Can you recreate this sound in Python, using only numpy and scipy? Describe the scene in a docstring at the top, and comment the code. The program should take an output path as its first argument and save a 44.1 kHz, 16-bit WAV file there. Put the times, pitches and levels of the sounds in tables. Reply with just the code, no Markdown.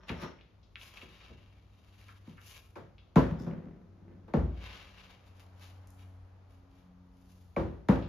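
"""An aluminium machine frame knocks on a big worktable: a part is slid off it and laid down, then the
frame is tipped flat, lifted, turned and set down corner by corner. Each impact excites the damped modes
of frame and table top, and the workshop reverberates. Loose fittings clink; stick-slip friction sounds
as hands rub the rails and the part scrapes off; the frame's gantry rumbles as it rolls. An engine drones
far outside, over the noise of the quiet room."""
import sys
import numpy as np
from scipy import signal
from scipy.fft import rfft, irfft, next_fast_len
from scipy.io import wavfile

SR = 44100
rng = np.random.default_rng(int(sys.argv[2]) if len(sys.argv) > 2 else 0)


def to_wav(s):
    """Save 16-bit WAV."""
    ch = np.atleast_2d(s).T  # columns
    pcm = np.round(np.clip(ch, -1, 1) * 32767)  # PCM
    wavfile.write(sys.argv[1], SR, pcm.astype(np.int16))


N = 356328
RING = 44100  # samples in one impulse response
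TIME, RING_TIME = np.arange(N) / SR, np.arange(RING) / SR

# resonances of the rails when rubbed or touched: (frequency [Hz], bandwidth [Hz], gain [dB])
RAIL_RESONANCES = [(1070, 5, 8), (1318, 9.1, 3.5), (1630, 8.7, 3.5), (2247, 38, 2), (2425, 41, 4),
                   (2603, 25, 2.5), (2696, 38, 0.5), (2830, 48, -4), (2895, 30, 1.5), (3270, 48, -2.5),
                   (3736, 26, -3.5)]


def knocks(metal):
    """Impact excitation: a crack, slap and thud leave the table, then frame, table and room ring on."""
    # blows on the table: (time [s], level [dB], contact cutoff [Hz], thud [dB], thud frequency [Hz],
    # boom [dB], sway [dB], crack [dB], slap [dB], share of the free decay time left by the grip [1])
    blows = [(0.092, -27, 2500, 11, 190, 12, 18, 15, -21, 0.81),
             (0.226, -31, 1540, 4, 160, 5, -12, -10, -7, 0.9),
             (1.023, -40.5, 480, 3, 200, -2, 17.5, -2, 4, 0.93),
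             (1.294, -34.5, 232, -5, 200, -1.5, 13.5, -34, -6, 0.87),
             (2.272, -36, 186, 7.5, 223, 5, -25, -37, -8, 1),
             (2.755, -30, 1850, -25, 200, -26, -13, -1, -20, 0.84),
             (3.157, -9.5, 1300, 13.5, 177, 7, 13, -18, 7.5, 0.78),
             (3.167, -10.5, 780, -2, 230, 2.5, 6, -12, 1.5, 0.78),
             (3.309, -33, 295, 23, 167, 17.5, 4, -9, -2, 1),
             (3.398, -34, 201, 14.5, 175, 12, -11, -22, -6, 0.79),
             (3.463, -28.5, 804, 11, 159, 8, -3, -28, 0, 0.81),
             (3.575, -38.5, 330, 12, 170, 7, -7, -21, -10, 0.76),
             (3.655, -40, 400, 15, 188, 11, 16, -23, 2, 0.49),
             (4.277, -40, 1410, 6, 200, -2, 1, -28, -3, 1),
             (4.336, -10.5, 397, 4.5, 183, 0.5, -2, -13, 8.5, 0.81),
             (4.362, -23, 402, 9, 159, 7, 27.5, -30, 3, 0.84),
             (4.407, -27.5, 260, 5, 130, 3, 22.5, -38, 7, 0.94),
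             (4.455, -32.5, 400, 1, 147, 2, 16, -35, 6, 0.2),
             (7.563, -15.5, 740, 0.5, 225, -2, 13, 2, 7, 0.93),
             (7.595, -19.5, 332, -8, 218, 0, 17.5, -28, 11, 1),
             (7.885, -9.5, 940, 13.5, 211, 9.5, 10.5, -22, 5.5, 0.89)]
    # modes of frame, table top and swaying table: (frequency [Hz], level [dB], free T60 [s])
    frame_modes = [(327, 8, 0.53), (346, 4.5, 0.5), (372, 7.5, 0.5), (436.4, 9.5, 0.23), (464.5, 4.5, 0.41),
                   (490, 5, 0.44), (516.5, 3.5, 0.4), (557, 3, 0.5), (580.5, 0, 0.54), (654, -3, 0.47),
                   (684, -0.5, 0.24), (768, -6, 0.27), (830, -4, 0.36), (902, 6, 0.29), (1000, 9, 0.18),
                   (1075, 3.5, 0.18), (1150, 7, 0.19), (1343, -2, 0.27), (1417, -9, .34), (1560, -5, .35),
                   (2307, -8, 0.35)]
    table_modes = [(109, -4, 0.45), (125.6, 7, 0.23), (158.5, 7, 0.49), (168.1, 3, 0.45),
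                   (182.2, 7.5, 0.36), (215.2, 1.5, 0.4), (229.6, 3, 0.44), (262, 5.5, 0.41)]
    sway_modes = [(58.87, 0.8, 1), (80, -0.59, 0.76)]
    out = np.zeros((2, N))
    slap = bending_wave(hz=560, width_hz=440, lag_s=0.0034)
    crack = bending_wave(hz=2280, width_hz=300, lag_s=0.00095)
    for s, db, cutoff_hz, thud_db, thud_hz, boom_db, sway_db, crack_db, slap_db, hold in blows:
        diffuse = amp(-5.5) * diffuse_field(hold)
        frame = amp(-31) * ring(frame_modes, build_s=0.0014, hold=hold)
        bright = diffuse + frame + amp(-9) * metal + amp(slap_db - 15) * slap
        # a softer contact pushes for longer and excites less treble
        bright = signal.lfilter(*signal.butter(1, cutoff_hz, fs=SR), bright)
        thud = amp(thud_db - 15) * bending_wave(thud_hz, 0.55 * thud_hz, lag_s=0.0042)
        boom = amp(boom_db - 31) * ring(table_modes, build_s=0.0041, hold=hold)
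        sway = amp(sway_db - 34) * ring(sway_modes, build_s=0.0046, hold=hold)
        add(out, s, amp(db) * (bright + thud + boom + sway + amp(crack_db - 27) * crack))
    return out


def ring(modes, build_s, hold=1, scatter_db=2.5, detune=0.004, travel_s=0.003):
    """Modal superposition: damped sinusoids, whose level and pitch vary with the point of contact."""
    out = np.zeros((2, RING))
    for hz, db, t60 in modes:
        apart, size, bend = rng.standard_normal(3)
        lag = np.array([[1], [-1]]) * apart * min(hz / 1000, .75)  # phase shift at each microphone
        age = np.maximum(RING_TIME - travel_s * np.sqrt(1000 / hz), 0)  # low bending waves arrive last
        phase = 2 * np.pi * hz * (1 + detune * bend) * age + rng.uniform(0, 2 * np.pi)
        envelope = amp(db + scatter_db * size) * decay(t60 * hold, age) * (1 - np.exp(-age / build_s))
        out += envelope * np.sin(phase + lag)
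    return out


def rails(count=44, t60_s=0.23, low_hz=900, high_hz=7000):
    """Free vibration of the aluminium rails: many close, high modes, scaled to unit energy."""
    place, size, life = rng.random((3, count))
    hz = low_hz * (high_hz / low_hz) ** ((np.arange(count) + place) / count)
    return unit_energy(ring(zip(hz, -8 * size, t60_s * (.5 + life)), build_s=0.00028))


def bending_wave(hz, width_hz, lag_s):
    """Dispersion in the table top: highs outrun lows, so a pulse chirps down (lag_s holds at 1 kHz)."""
    f = freqs(RING)
    dispersion = np.exp(-4j * np.pi * lag_s * np.sqrt(f * 1000))
    wave = irfft(resonance(f, hz, width_hz) ** 2 * dispersion, RING)
    return wave / abs(wave).max() * (RING_TIME < .5)


def diffuse_field(hold, late_db=-15, build_cycles=5.5):
    """Modal overlap: dense modes and reflections merge into noise with a fast, then a slow decay."""
    # bands of table and room: (frequency [Hz], spectral level [dB], free early T60 [s], late T60 [s])
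    bands = [(133, 12, 0.46, 1), (238, 4, 0.36, 1), (407, -1, 0.49, 1), (880, -5.5, 0.37, 0.98),
             (2390, -19.5, 0.48, 1), (4700, -26.5, 0.42, 1), (7200, -30, 0.44, 0.93),
             (11800, -28, 0.29, 0.67)]
    hz, db, early, late = np.transpose(bands)
    f, out = freqs(RING), 0
    spectrum = rfft(noise(RING)) / np.hypot(1, (95 / f) ** 4)  # high-pass at 95 Hz
    for k, share in enumerate(np.eye(len(hz))):
        band = irfft(spectrum * np.interp(np.log(f), np.log(hz), share), RING)
        rise = 1 - np.exp(-(RING_TIME * hz[k] / build_cycles) ** 2)
        fall = decay(hold * early[k]) + amp(late_db) * decay(late[k])
        out = out + amp(db[k]) * band * rise * fall
    return out


def clinks(metal):
    """Impulse response: loose fittings and cable tap rails that ring, heard through a broad resonance."""
    # light contacts: (time [s], level [dB], centre frequency [Hz], snap [dB], rail ring [dB])
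    taps = [(0.092, -11, 2150, -4, -18), (0.095, -25, 3600, -0.5, 18), (0.387, -32.5, 2150, -28, 4),
            (0.411, -35, 3080, -8, 9), (0.63, -38.5, 3950, -15, -5), (0.757, -17.5, 2430, 1, 1.5),
            (0.814, -27.5, 3100, -18, 11), (0.973, -26.5, 2330, -10, 14), (1.017, -29, 2410, -8, 14),
            (1.06, -38, 2530, -6, 11), (1.166, -48, 2330, -18, 5), (1.208, -37, 2230, -10, 14),
            (2.067, -46, 1980, -11, 12), (2.086, -23, 1480, -19, 10.5), (2.376, -23, 1700, -16, -3),
            (2.982, -31.5, 2960, -9, 2), (3.511, -42, 2140, -6, 13), (5.873, -39, 8320, -4.5, 0),
            (5.905, -39, 8500, -3.5, 0), (7.727, -44, 2360, -10, 8), (7.959, -36, 2980, 3, 8),
            (8.024, -26, 3140, -21.5, 3.5)]
    out = np.zeros((2, N))
    impulse = signal.unit_impulse(RING)
    for s, db, hz, snap_db, ring_db in taps:
        click = amp(snap_db) * impulse + amp(-2) * workshop() + amp(-5) * metal
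        click += amp(ring_db) * body(impulse, RAIL_RESONANCES)
        softened = signal.sosfilt(signal.butter(4, 1.55 * hz, fs=SR, output="sos"), click)
        add(out, s, amp(db) * shaped(softened, lambda f: resonance(f, hz, width_hz=hz) ** 2))
    return out


def rubbing(metal):
    """Sliding friction: skin and cable slip unevenly on the rails, which ring on after each stroke."""
    # strokes: (peak time [s], swell [s], fade [s], level [dB], treble [dB], rail ring [dB])
    rubs = [(0.089, 0.015, 0.06, -58.5, -23, -19), (0.225, 0.056, 0.062, -71, -7, -30),
            (0.826, 0.055, 0.21, -72, -4.5, -8), (0.979, 0.08, 0.57, -71.5, -23, -6.5),
            (1.22, 0.032, 0.14, -76, -55, -35), (2.06, 0.36, 0.22, -78.5, -10, -11),
            (2.286, 0.031, 0.11, -78, -14, -28), (2.481, .06, 0.18, -86.5, 13, -26),
            (2.552, 0.18, 0.14, -75.5, -11, 1), (4.661, 0.11, 0.21, -67, -38, -5.5),
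            (4.74, 0.14, 0.42, -69, -20, -38), (4.991, 0.033, .2, -73.5, -29, -4.5),
            (5.11, 0.054, 0.09, -77.5, -17, -11), (5.27, 0.031, 0.063, -86, -6, -21),
            (5.395, 0.052, 0.17, -81.5, -7, -15), (5.622, 0.044, 0.2, -73.5, -9.5, -31),
            (5.992, 0.021, 0.13, -82.5, -7, -1), (6.51, 0.029, 0.18, -90, -6, -14),
            (6.8, 0.15, 0.11, -88, -10.5, -18), (7.31, 0.23, 0.52, -90, 0, -25)]
    # spectrum of the rubbing: (frequency [Hz], gain [dB])
    spectrum = [(290, -8), (500, -6.5), (1140, -6.5), (1530, -9), (2740, -8.5), (3600, -12), (6880, -21.5),
                (7690, -26), (8020, -53), (9880, -23.5), (14000, -31.5)]
    slips = friction(slips_per_s=1800, scatter_db=2.5, room_db=3)
    push, bright, press = sum(np.outer(amp([0, treble_db, ring_db]), stroke(*motion))
                              for *motion, treble_db, ring_db in rubs)
    ringing = body(slips * press, RAIL_RESONANCES) / np.std(body(slips, RAIL_RESONANCES))
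    through_metal = signal.fftconvolve(slips, metal, axes=1)[:, :N]
    grain = unit(colour(slips + amp(-13) * through_metal, spectrum))
    treble = shaped(grain, lambda f: 1 / (1 + (6000 / f) ** 4))
    grip = amp(9 + 1.5 * waver(rate_hz=35))
    return grip * (push * (grain - treble) + amp(13) * bright * treble + ringing)


def scraping(top_hz=5800):
    """Stick-slip of metal on metal: the part drives the resonances of its mount as it slides off."""
    # slides of the part: (peak time [s], swell [s], fade [s], level [dB])
    slides = [(0.045, 0.31, 0.07, -59.5), (0.232, 0.091, 0.11, -45.5)]
    # resonances of the mount: (frequency [Hz], bandwidth [Hz], gain [dB])
    mount_modes = [(175, 9.9, 25.5), (372, 26, 23.5), (572, 50, 18.5), (903, 47, 15.5), (1027, 60, 14.5),
                   (1210, 28, 16), (1450, 13, 19), (1610, 14, -4), (2750, 43, -13), (3370, 24, -9),
                   (3600, 36, -11), (5400, 220, 3)]
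    slips = friction(slips_per_s=390, scatter_db=2.5, room_db=9)
    softened = shaped(slips, lambda f: 1 / (1 + (f / top_hz) ** 8))
    return sum(stroke(*row) for row in slides) * unit(body(softened, mount_modes))


def rolling():
    """Roughness excitation: bumps under the gantry wheels shake the table; the bearings whirr briefly."""
    # runs of the gantry, and its bearings as it starts: (peak time [s], swell [s], fade [s], level [dB])
    runs = [(3.54, 0.24, 0.26, -39.5), (4.122, 0.23, 0.24, -55.5)]
    bearing_start = (3.4, 0.025, 0.12, -70)
    # spectrum of the rumble: (frequency [Hz], gain [dB])
    spectrum = [(60, -39), (120, -3.5), (165, 9.5), (240, -4), (400, -6.5), (800, -24.5), (2000, -34),
                (7000, -72)]
    bumps = friction(slips_per_s=400, scatter_db=2, room_db=3)
    rumble = unit(colour(bumps, spectrum))
    whirr = unit(shaped(bumps, lambda f: resonance(f, 3600, 150) + resonance(f, 5200, 1000)))
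    return sum(stroke(*row) for row in runs) * rumble + stroke(*bearing_start) * whirr


def friction(slips_per_s, scatter_db, room_db):
    """Shot noise: tiny random slips of uneven size, heard directly and through the room."""
    slips = (rng.random(N) < slips_per_s / SR) * rng.standard_normal(N)
    slips *= amp(np.minimum(scatter_db * rng.exponential(size=N), 18))
    return slips + amp(room_db) * signal.fftconvolve(slips[None], workshop(), axes=1)[:, :N]


def workshop(t60_s=1.0):
    """Reverberation: reflections in the cluttered room form exponentially decaying noise."""
    return unit_energy(noise(RING) * decay(t60_s))


def far_engine(start_hz=100, sag_hz_per_s=1.28):
    """Harmonic series of a far engine: the pitch sinks, the partials waver, a soft rush swells past."""
    # course of the drone: (time [s], first harmonic [dB], second harmonic [dB], third harmonic [dB])
    harmonics = [(0, -74, -76.5, -91), (2.2, -58.5, -78, -79.5), (3.0, -66, -93, -100),
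                 (4.201, -56, -76, -69), (5.0, -64.5, -71, -82.5), (5.63, -53, -70.5, -75.5),
                 (6.13, -53, -70, -75.5), (6.4, -55.5, -78.5, -82), (6.67, -58, -78, -66),
                 (6.86, -69, -60.5, -70), (7.2, -59, -63, -69), (7.5, -59, -71, -80), (8.08, -73, -73, -78)]
    # rush of the passing engine: (peak time [s], swell [s], fade [s], level [dB])
    passing = (5.7, 3.6, 3, -69.5)
    s, *levels_db = np.transpose(harmonics)
    hz = start_hz - sag_hz_per_s * TIME + .8 * waver(rate_hz=5)
    phase = 2 * np.pi * np.cumsum(hz) / SR
    tone = sum(amp(np.interp(TIME, s, db) - 1 + 2.3 * waver(rate_hz=4)) * np.sin(k * phase)
               for k, db in enumerate(levels_db, 1))
    rush = unit(shaped(noise(N), lambda f: resonance(f, hz=600, width_hz=900) ** 2))
    return np.sqrt(2) * tone + stroke(*passing) * rush


def room_noise(level_db=-61.5):
    """Stationary noise of the quiet workshop, strongest in the bass."""
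    # ambient spectrum: (frequency [Hz], gain [dB])
    spectrum = [(15, -42), (25, -11), (55, 5), (80, 0), (140, -11), (187, -13), (318, -20), (1260, -31),
                (1600, -39), (1820, -41.5), (4000, -48.5), (6500, -52), (8030, -66), (11600, -59),
                (14000, -69)]
    return amp(level_db) * unit(colour(noise(N), spectrum))


def noise(size, wide_hz=280, width=0.73):
    """Spatial coherence: two close microphones hear long waves alike and short waves differently."""
    mid, side = rng.standard_normal((2, size))
    side = shaped(side, lambda f: width * f / np.hypot(f, wide_hz))
    return np.array([mid + side, mid - side])


def stroke(s, swell_s, fade_s, db, range_db=19):
    """Exponential envelope of a movement: up by range_db in swell_s, down as far in fade_s."""
    away = np.maximum((s - TIME) / swell_s, (TIME - s) / fade_s)
    return amp(db - np.minimum(range_db * away, 200))


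def decay(t60_s, age=RING_TIME):
    """Exponential damping: 60 dB down after t60_s."""
    return np.exp(-np.log(1000) * age / t60_s)


def waver(rate_hz):
    """Random modulation: low-passed noise of rms 1."""
    return unit(shaped(rng.standard_normal(N), lambda f: 1 / (1 + (f / rate_hz) ** 4)))


def body(x, modes):
    """Forced response of parallel resonators: (frequency [Hz], bandwidth [Hz], gain [dB])."""
    return shaped(x, lambda f: sum(amp(db) * resonance(f, hz, width) for hz, width, db in modes))


def resonance(f, hz, width_hz):
    """Response of a damped oscillator, 1 at its centre."""
    return 1 / (1 + 1j * (f / hz - hz / f) * hz / width_hz)


def colour(x, points):
    """Filter by a curve through (frequency [Hz], gain [dB]) points."""
    hz, db = np.transpose(points)
    return shaped(x, lambda f: amp(np.interp(np.log(f), np.log(hz), db)))


def shaped(x, response):
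    """Linear filtering: multiply the spectrum by a frequency response."""
    return irfft(rfft(x) * response(freqs(x.shape[-1])), x.shape[-1])


def freqs(size):
    """Frequencies of the Fourier bins, at least 1 Hz."""
    return np.maximum(np.fft.rfftfreq(size, 1 / SR), 1)


def amp(db):
    """Decibels to gain."""
    return 10 ** (np.asarray(db) / 20)


def unit(x):
    """Scale to rms 1."""
    return x / np.sqrt(np.mean(x ** 2))


def unit_energy(x):
    """Scale a stereo response to a mean energy of 1 per channel."""
    return x / np.sqrt(np.sum(x ** 2) / 2)


def add(out, s, sound):
    """Superpose a sound from time s."""
    i = int(s * SR)
    out[:, i:i + sound.shape[-1]] += sound[:, :N - i]


def scene():
    """Superposition of all sources; knocks, clinks and rubbing each excite their own rail modes."""
    background = room_noise()
    handling = knocks(rails()) + clinks(rails()) + rubbing(rails()) + scraping() + rolling()
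    return handling + far_engine() + background


def record(dry, top_hz=14600):
    """Microphone response: rising treble with a narrow dip, a brighter left side and a steep top cut."""
    # response of both microphones: (frequency [Hz], gain [dB])
    response = [(20, -4), (45, -0.5), (7200, 7.5), (7900, -4.5), (8600, -10.5), (9400, 8), (14000, 9)]
    # channel imbalance: (frequency [Hz], left minus right [dB])
    balance = [(300, 1.34), (1100, 0.2), (2300, 2), (4300, 7.5), (8000, 2.5), (14000, -1)]
    padded = np.pad(dry, ((0, 0), (0, next_fast_len(N + RING) - N)))
    left, right = colour(padded, response)
    left = colour(left, [(hz, db / 2) for hz, db in balance])
    right = colour(right, [(hz, -db / 2) for hz, db in balance])
    low_pass = signal.ellip(8, .2, 70, top_hz, fs=SR, output="sos")
    return signal.sosfilt(low_pass, np.array([left, right])[:, :N])


dry = scene()
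out = record(dry)
to_wav(out)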